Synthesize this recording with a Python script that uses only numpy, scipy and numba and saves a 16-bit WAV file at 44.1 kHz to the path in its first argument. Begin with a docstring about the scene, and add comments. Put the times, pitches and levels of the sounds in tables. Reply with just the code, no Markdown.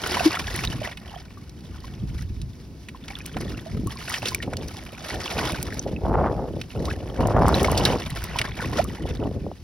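"""Seawater surges through a crack between stone blocks, close below a phone.
Each surge throws spray and traps air: foam fizzes, bubbles ring and rise in pitch, big pockets gulp,
and water slaps and ticks on the stone. Gusts buffet the microphone and hard eddies thump it.
Underneath, the open sea rumbles far off and a fine hiss holds steady."""
import sys
import numpy as np
from scipy import signal
from scipy.fft import rfft, irfft
from scipy.io import wavfile
from scipy.ndimage import uniform_filter1d
from numba import njit

SR = 44100
rng = np.random.default_rng(int(sys.argv[2]) if len(sys.argv) > 2 else 0)


def master_out(mix):
    """Clip the mix to full scale and print it as 16-bit PCM to the path in sys.argv[1]."""
    frames = np.transpose(np.atleast_2d(mix))
    ceiling = np.clip(frames, -1, 1)
    pcm = np.round(ceiling * 32767).astype(np.int16)
    wavfile.write(sys.argv[1], SR, pcm)


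N = 424683
TIME = np.arange(N) / SR
FREQS = np.arange(N // 2 + 1) * SR / N
SIDE = np.array([[1], [-1]])  # adds to the left, subtracts from the right


def undb(db):
    """Decibels to gain."""
    return 10 ** (np.asarray(db) / 20)


def unit(x):
    """Scale to rms 1."""
    return x / np.sqrt(np.mean(x ** 2))


def over_hz(points):
    """Join (frequency [Hz], value) points on a log-frequency axis."""
    hz, value = np.transpose(points)
    return np.interp(np.log(FREQS + 1), np.log(hz), value)


def shape(x, gain):
    """EQ with a gain for each frequency."""
    return irfft(rfft(x) * gain, N)


def even(x, span_s):
    """Level out slow swells and keep the quick ones."""
    return x / np.sqrt(uniform_filter1d(x ** 2, int(span_s * SR)) + 1e-12)


def spurts(rate, decay_s, spread_db, steady):
    """A drive of rms 1: `rate` random pushes a second, each dying away, over a steady floor."""
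    count = int(rate * N / SR)
    when, size = rng.random((8000, 2))[:count].T
    pushes = np.bincount((when * N).astype(int), undb(-spread_db * np.log(.03 + size)), N)
    drive = signal.lfilter([1], [1, -np.exp(-1 / (decay_s * SR))], pushes)
    return unit(unit(drive) + steady)


def blend(levels_db, colours):
    """Overlapping swells add in power and the loudest leads the colour: (level [dB], colour)."""
    power = undb(np.maximum(levels_db, -120)) ** 2
    total = power.sum(axis=0)
    return 10 * np.log10(total), np.array(colours, float) @ power / total


@njit
def lowpass(x, hz, damping):
    """State-variable low-pass with a moving cutoff."""
    y, band, low = np.empty(len(x)), 0., 0.
    for i in range(len(x)):
        g = np.tan(np.pi * min(hz[i], .4 * SR) / SR)
        v = (band + g * (x[i] - low)) / (1 + g * (g + damping))
        y[i] = low + g * v
        band, low = 2 * v - band, 2 * y[i] - low
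    return y


@njit
def ring(start, size, hz, t60, rise):
    """Pings that swell within a cycle and glide by `rise` octaves as they die away."""
    out = np.zeros(N)
    for k in range(len(start)):
        first, length, phase = int(start[k] * SR), int(t60[k] * SR), 0.
        for i in range(min(length, N - first)):
            age = i / length
            phase += min(hz[k] * 2 ** (rise[k] * age), .45 * SR) / SR
            envelope = size[k] * (1 - np.exp(-2 * phase)) * 1000 ** -age
            out[first + i] += envelope * np.sin(2 * np.pi * phase)
    return out


def surging():
    """Each surge builds to its crest and drains away, over a trickle: (level [dB], spray [dB])."""
    # surges in the crack: (crest time [s], level [dB], build [s], drain [s], spray over gurgle [dB])
    surges = [(0.239, -25, 1, 0.28, -11), (0.258, -19.5, 0.031, 0.027, -3), (0.578, -28, 0.51, 0.32, -6.5),
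              (0.84, -27, 0.023, 0.1, -12), (1.119, -43.5, 0.64, 0.38, -11), (1.83, -47, 0.46, 0.43, -7),
              (2.222, -44.5, 0.22, 0.027, 3.5), (3.182, -37.5, 0.27, 0.07, -8.5),
              (3.418, -38.5, 0.25, 0.56, -5), (4.122, -31, 0.35, 0.32, -2), (4.272, -26.5, 0.033, 0.074, 0),
              (4.728, -38, 0.18, 0.12, 0.5), (5.098, -36, 0.2, 1, -2.5), (5.456, -28.5, 0.78, 0.34, -8.5),
              (5.749, -35, 0.099, 0.1, -3), (6.912, -42, 0.47, 0.097, 0), (7.243, -40, 0.71, 0.17, -10),
              (7.564, -29.5, 0.31, 0.87, -8), (7.835, -27.5, 0.15, 0.46, -11.5),
              (8.189, -33, 0.1, 0.16, -8.5), (8.366, -30.5, 0.088, 0.41, -15),
              (8.6, -33.5, 0.086, 0.69, -10), (8.772, -26, 0.02, 0.1, -8.5),
              (9.088, -39, 0.16, 0.29, -11.5)]
    range_db = 20.5  # climbed in one build time, lost in one drain time
    trickle_db, trickle_spray_db = -59, 5
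    swells = [db - range_db * np.maximum((crest - TIME) / build, (TIME - crest) / drain)
              for crest, db, build, drain, _ in surges]
    return blend(swells + [np.full(N, trickle_db)], [row[-1] for row in surges] + [trickle_spray_db])


def swarm(count, low_hz, high_hz, cycles, rise, spread_db, drive):
    """Bubbles of all sizes, born in clusters when the drive is high; equal power per Hz."""
    when, pitch, strength, life, climb = rng.random((count, 5)).T
    start = np.interp(when, np.cumsum(drive) / drive.sum(), TIME)
    hz = (np.sqrt(low_hz) + pitch * (np.sqrt(high_hz) - np.sqrt(low_hz))) ** 2
    t60 = cycles * 2 ** (2 * life - 1) / np.sqrt(hz * 1000)  # about `cycles` periods at 1 kHz
    size = undb(-spread_db * np.log(.035 + strength)) * np.sqrt(np.sqrt(hz) / t60)
    return even(ring(start, size, hz, t60, rise * climb ** 2), span_s=.25)


def wash():
    """Churning water: the same spurts throw up hissing foam, bursting droplets and ringing bubbles."""
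    # colour of the churning water: (frequency [Hz], level [dB])
    water_eq = [(60, -26), (200, 0.5), (700, -2.1), (2200, 0.04), (3200, -1), (5500, 2), (8000, -13),
                (11000, -8), (16000, -20.5)]
    level_db, spray_db = surging()
    drive = uniform_filter1d(spurts(rate=75, decay_s=.007, spread_db=4.8, steady=.3), size=200)
    fizz = rng.standard_normal(N) + undb(-4) * rng.standard_normal((2, N))  # foam lines the whole crack
    foam = even(drive * fizz, span_s=.33)
    droplets = swarm(11000, low_hz=900, high_hz=16000, cycles=6, rise=.1, spread_db=8, drive=drive)
    bubbles = swarm(4800, low_hz=280, high_hz=3600, cycles=21, rise=.2, spread_db=5.8, drive=drive)
    # films of foam burst with a dry, bright tick
    bursts = spurts(rate=30, decay_s=.0015, spread_db=6, steady=0) * rng.standard_normal(N)
    ticks = unit(shape(bursts, FREQS / (FREQS + 12000)))
    churn = unit(foam + .85 * droplets + .8 * bubbles + .75 * ticks)
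    lull_db, flood_db = -59, -21  # toward either level the grain blurs into an even fizz
    blur = np.minimum(undb(lull_db - level_db) ** 2 + undb(level_db - flood_db) ** 2, .55)
    texture = np.sqrt(1 - blur) * churn + np.sqrt(blur) * unit(fizz)
    water = unit(shape(texture, undb(over_hz(water_eq))))
    gurgle = shape(water, 1 / (1 + (FREQS / 2400) ** 2) ** 2)
    spray = water - gurgle
    return undb(level_db) * (gurgle * undb(-spray_db / 2) + spray * undb(spray_db / 2))


def crack(water, t60_s, wall_db):
    """Narrow stone walls add a brief scatter; the two microphone ports hear the crack differently."""
    # phase between the ports: (frequency [Hz], left lead [rad])
    port_phase = [(100, 0), (430, -.4), (4300, .9), (5300, .4), (7300, 3.2), (10500, 6.3), (13500, 9.4),
                  (16000, 12.5)]
    # balance between the ports: (frequency [Hz], left minus right [dB])
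    port_balance = [(380, 1.5), (700, -9.5), (1300, 4), (2300, -1), (2900, -4), (4500, -1.5), (5400, 0)]
    age = TIME[:SR // 5]
    scatter = rng.standard_normal((2, len(age))) * undb(-60 * age / t60_s) * (age > .001)
    scatter /= np.sqrt(np.sum(scatter ** 2, axis=1, keepdims=True))
    walls = undb(wall_db) * signal.fftconvolve(water, scatter, axes=1)[:, :N]
    ports = undb(SIDE / 2 * over_hz(port_balance)) * np.exp(1j * SIDE / 2 * over_hz(port_phase))
    return shape(water + walls, ports)


def sea(level_db):
    """Far surf: a dull rumble that swells a little."""
    # colour of the far sea: (frequency [Hz], level [dB])
    sea_eq = [(25, -32), (55, 9), (220, 2.5), (330, -1), (550, -13.5), (2500, -33), (15000, -104)]
    mid, side = shape(rng.standard_normal((2, N)), undb(over_hz(sea_eq)))
    swell = spurts(rate=14, decay_s=.15, spread_db=2, steady=1.2)
    width = FREQS / (FREQS + 300)  # long waves reach both ports alike
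    return undb(level_db) * swell * unit(mid + shape(side, width) / 2 * SIDE)


def hiss(level_db, low_cut_hz):
    """A fine, even bed of hiss, unrelated at the two ports."""
    return undb(level_db) * unit(shape(rng.standard_normal((2, N)), FREQS / np.hypot(FREQS, low_cut_hz)))


def gusting():
    """Each gust hits fast, sags and lets go, over a steady breeze: (level [dB], upper edge [Hz])."""
    # gusts on the microphone: (start [s], length [s], level [dB], upper edge of the turbulence [Hz])
    gusts = [(0.086, 0.2, -36, 483), (0.41, 0.33, -32, 244), (0.635, 0.18, -30.5, 435),
             (1.673, 0.28, -39.5, 281), (2.01, 0.46, -29, 220), (3.364, 0.21, -31, 625),
             (3.721, 0.16, -27, 400), (4.22, 0.24, -37, 690), (4.445, 0.22, -32, 870),
             (5.136, 0.053, -31, 1020), (5.352, 0.13, -29.5, 1500), (5.527, .26, -32, 734),
             (5.855, 0.13, -29.5, 745), (6.043, 0.18, -22.5, 1200), (6.131, 0.15, -23, 1574),
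             (6.297, 0.16, -27.5, 1210), (6.512, 0.074, -28, 760), (6.764, 0.16, -26.5, 930),
             (6.974, 0.28, -32.5, 920), (7.2, 0.1, -20, 1270), (7.355, 0.13, -16.5, 1500),
             (7.511, 0.44, -20.5, 1230), (8.052, 0.87, -32, 245), (8.65, 0.27, -29.5, 650),
             (9.013, 0.46, -28, 590), (9.216, 0.046, -27, 1160)]
    attack, sag, release = 550, 6, 248  # dB per second
    breeze_db, breeze_edge_hz = -43.5, 292
    swells = []
    for start, length, db, _ in gusts:
        age = TIME - start
        held_db = db - np.maximum(-attack * age, sag * age)
        swells.append(held_db - release * np.maximum(age - length, 0))
    return blend(swells + [np.full(N, breeze_db)], [row[-1] for row in gusts] + [breeze_edge_hz])


def wind(level_db, edge_hz):
    """Turbulence at the ports: separate puffs in light air, a dense, fluttering roar in strong gusts."""
    # colour of the turbulence ahead of its moving low-pass: (frequency [Hz], level [dB])
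    turbulence_eq = [(25, -46), (52, 0), (85, -1.8), (250, -9.5), (600, -15.5), (1500, -25.5)]
    gale = np.minimum(edge_hz / 1600, 1)  # at 1 the eddies crowd into one roar
    puffs = spurts(rate=55, decay_s=.007, spread_db=4, steady=.18)
    roar = spurts(rate=240, decay_s=.003, spread_db=2, steady=.3)
    eddy = (1 - gale) * puffs + gale * roar
    roll = spurts(rate=45, decay_s=.016, spread_db=3, steady=.4) ** (1 - gale)
    cutoff_hz = edge_hz * np.minimum(eddy, 1.4) ** .3
    layers = []
    for noise in shape(rng.standard_normal((2, N)), undb(over_hz(turbulence_eq))):
        body = shape(noise, 1 / (1 + (FREQS / 180) ** 2))  # the largest eddies roll by more slowly
        flow = body * uniform_filter1d(roll, size=200) * undb(-3 * gale) + (noise - body) * eddy
        muffled = lowpass(lowpass(flow, cutoff_hz, 1.1), .85 * cutoff_hz, 1.6)
        layers.append(even(muffled, span_s=.09))
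    mid, side = layers
    # flutter: small eddies, each sinking in pitch
    when, strength, pitch = rng.random((1600, 3)).T
    hz = edge_hz[(when * N).astype(int)] * (.45 + .5 * pitch)
    chirps = ring(when * N / SR, strength, hz, t60=10 / hz, rise=np.full(len(hz), -2.6))
    flutter = lowpass(even(chirps, span_s=.05), edge_hz, 1.1)
    pressure = undb(level_db) * (mid + undb(-4) * gale * flutter + undb(-13) * side * SIDE)
    overload = .7  # pressure at which the microphone flattens the peaks
    return overload * np.tanh(pressure / overload)


def drops(decay_s, centre_hz):
    """Flung spray lands on the stone: each drop is one sharp, bright tick."""
    # drops landing: (time [s], level [dB])
    landings = [(.073, -22), (.561, -20), (3.262, -25), (3.872, -29), (4.096, -23), (4.347, -14),
                (5.628, -19), (7.272, -26), (7.483, -21), (7.631, -17), (7.716, -19), (8.103, -27),
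                (8.24, -21), (8.842, -26)]
    envelope = sum(undb(db) * (TIME >= s) * np.exp(-np.abs(TIME - s) / decay_s) for s, db in landings)
    band = np.exp(-np.log2((FREQS + 1) / centre_hz) ** 2)
    return envelope * unit(shape(rng.standard_normal(N), band))


def big_bubbles():
    """The surge pinches off pockets of air that ring; many rise in pitch as they near the surface. A few very
    short rows are narrow, ringing smacks of water on the stone."""
    # single bubbles and a few short smacks on the stone: (time [s], level [dB], pitch [Hz], t60 [s], rise
    # [octaves])
    bubbles = [(.206, -12, 700, .03, 0), (.371, -16, 1350, .02, 0), (.674, -15, 3800, .012, .1),
               (.816, -19, 600, .04, .1), (.873, -24, 650, .035, 0), (1.138, -31, 800, .04, 0),
               (1.162, -28, 700, .035, .1), (1.373, -37, 1160, .06, 0), (1.842, -33, 1020, .04, .3),
               (2.947, -32, 1020, .035, .15), (3.103, -37, 770, .1, .4), (3.154, -21, 3450, .014, .1),
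               (3.205, -30, 2450, .04, .1), (3.367, -20, 730, .02, 0), (3.662, -30, 630, .1, .4),
               (3.873, -28, 1100, .06, .2), (4.257, -20, 470, .035, 0), (4.32, -27, 1030, .05, 0),
               (4.347, -12, 2300, .017, .15), (4.403, -26, 1850, .03, 0), (5.794, -11, 6050, .008, .1),
               (5.963, -28, 2600, .025, 0), (6.879, -26, 1030, .1, 2.6), (6.912, -18, 1660, .017, 0),
               (7.543, -11, 3900, .018, .3), (7.683, -12, 1000, .035, .2), (7.853, -9, 3700, .014, 0),
               (8.358, -17, 950, .035, .3), (8.605, -23, 1480, .035, .5), (8.639, -25, 1020, .04, .5)]
    start, db, hz, t60, rise = np.array(bubbles, float).T.copy()
    return ring(start, undb(db), hz, t60, rise)


def gulps():
    """A large pocket of air closes: its round tone swells, rises and is choked off."""
    # trapped air: (crest time [s], level [dB], crest pitch [Hz], swell [s], fade [s], rise [octaves/s])
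    pockets = [(.263, -5, 312, .005, .016, 1), (8.797, -11, 620, .0065, .007, 42)]
    out = np.zeros(N)
    for crest, db, hz, swell, fade, rise in pockets:
        age = TIME - crest
        envelope = np.exp(-np.maximum(-age / swell, age / fade) ** 1.6)
        pitch = hz * 2 ** np.clip(rise * age, -1, 1)
        out += undb(db) * envelope * np.sin(2 * np.pi * np.cumsum(pitch) / SR)
    return out


def slaps():
    """Water strikes the stone: a short, band-passed burst of spray."""
    # hits on the stone: (time [s], peak level [dB], band pitch [Hz], t60 [s])
    hits = [(.351, -17, 1960, 0.088), (.65, -14, 4330, 0.0076), (0.972, -27, 2550, .04),
            (1.495, -32, 4900, 0.017), (2.416, -28.5, 4800, 0.025), (2.886, -27, 2560, 0.035),
            (3.082, -26, 3000, .017), (3.258, -25, 2860, 0.036), (3.368, -22, 1730, 0.045),
            (4.14, -12.5, 2560, .052), (4.227, -21.5, 920, .06), (4.256, -17.5, 3230, 0.034),
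            (4.283, -14.5, 4850, 0.042), (4.425, -20.5, 2600, 0.061), (4.534, -22, 1545, 0.025),
            (4.569, -20, 4700, .013), (6.614, -18, 3000, 0.022), (6.854, -22.5, 4470, 0.022),
            (7.645, -11, 2020, 0.031), (7.776, -9.5, 4940, 0.052), (7.852, -6, 4100, 0.031),
            (8.387, -9.5, 2700, 0.036), (8.415, -9, 2560, 0.014), (8.785, -17, 1410, 0.037)]
    out, age = np.zeros(N + SR), TIME[:SR // 8]
    for start, db, hz, t60 in hits:
        band = signal.butter(1, [hz / 1.36, hz * 1.116], "band", fs=SR, output="sos")
        burst = signal.sosfilt(band, rng.standard_normal(len(age)) * undb(-60 * age / t60))
        first = int(start * SR)
        out[first:first + len(age)] += undb(db) * burst / np.abs(burst).max()
    return out[:N]


def thumps(centre_hz, t60_s, fall_octaves):
    """A hard eddy sweeps over the microphone: a ragged knock that dives in pitch."""
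    # hard eddies: (time [s], level [dB])
    eddies = [(4.477, -17), (4.529, -20), (4.623, -22), (5.863, -17), (5.926, -18), (6.052, -14),
              (6.393, -14), (7.201, -10), (7.344, -11), (7.444, -7), (7.898, -13), (8.338, -20),
              (8.725, -16), (9.055, -18), (9.086, -21), (9.313, -22), (9.464, -20), (9.515, -22)]
    start, db = np.array(eddies, float).T.copy()
    each = np.ones_like(start)
    hz = centre_hz * 2 ** ((rng.random(len(start)) - .5) / 2)
    knocks = ring(start, undb(db), hz, t60_s * each, -fall_octaves * each)
    ragged = unit(shape(rng.standard_normal(N), np.exp(-(FREQS / 350) ** 2)))
    return knocks * (1 + ragged) / 2


def scene():
    """Water in the crack, wind on the microphone, the sea behind."""
    water = wash() + big_bubbles() + gulps() + slaps() + drops(decay_s=.0016, centre_hz=8500)
    water = crack(water, t60_s=.022, wall_db=-11)
    gust_db, edge_hz = gusting()
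    buffeting = wind(gust_db, edge_hz) + thumps(centre_hz=720, t60_s=.042, fall_octaves=6)
    return water + buffeting + sea(level_db=-42.5) + hiss(level_db=-70, low_cut_hz=7000)


def record(dry):
    """The phone cuts the top steeply above 16.2 kHz."""
    return signal.sosfilt(signal.ellip(10, .2, 80, 16200, fs=SR, output="sos"), dry)


dry = scene()
out = record(dry)
master_out(out)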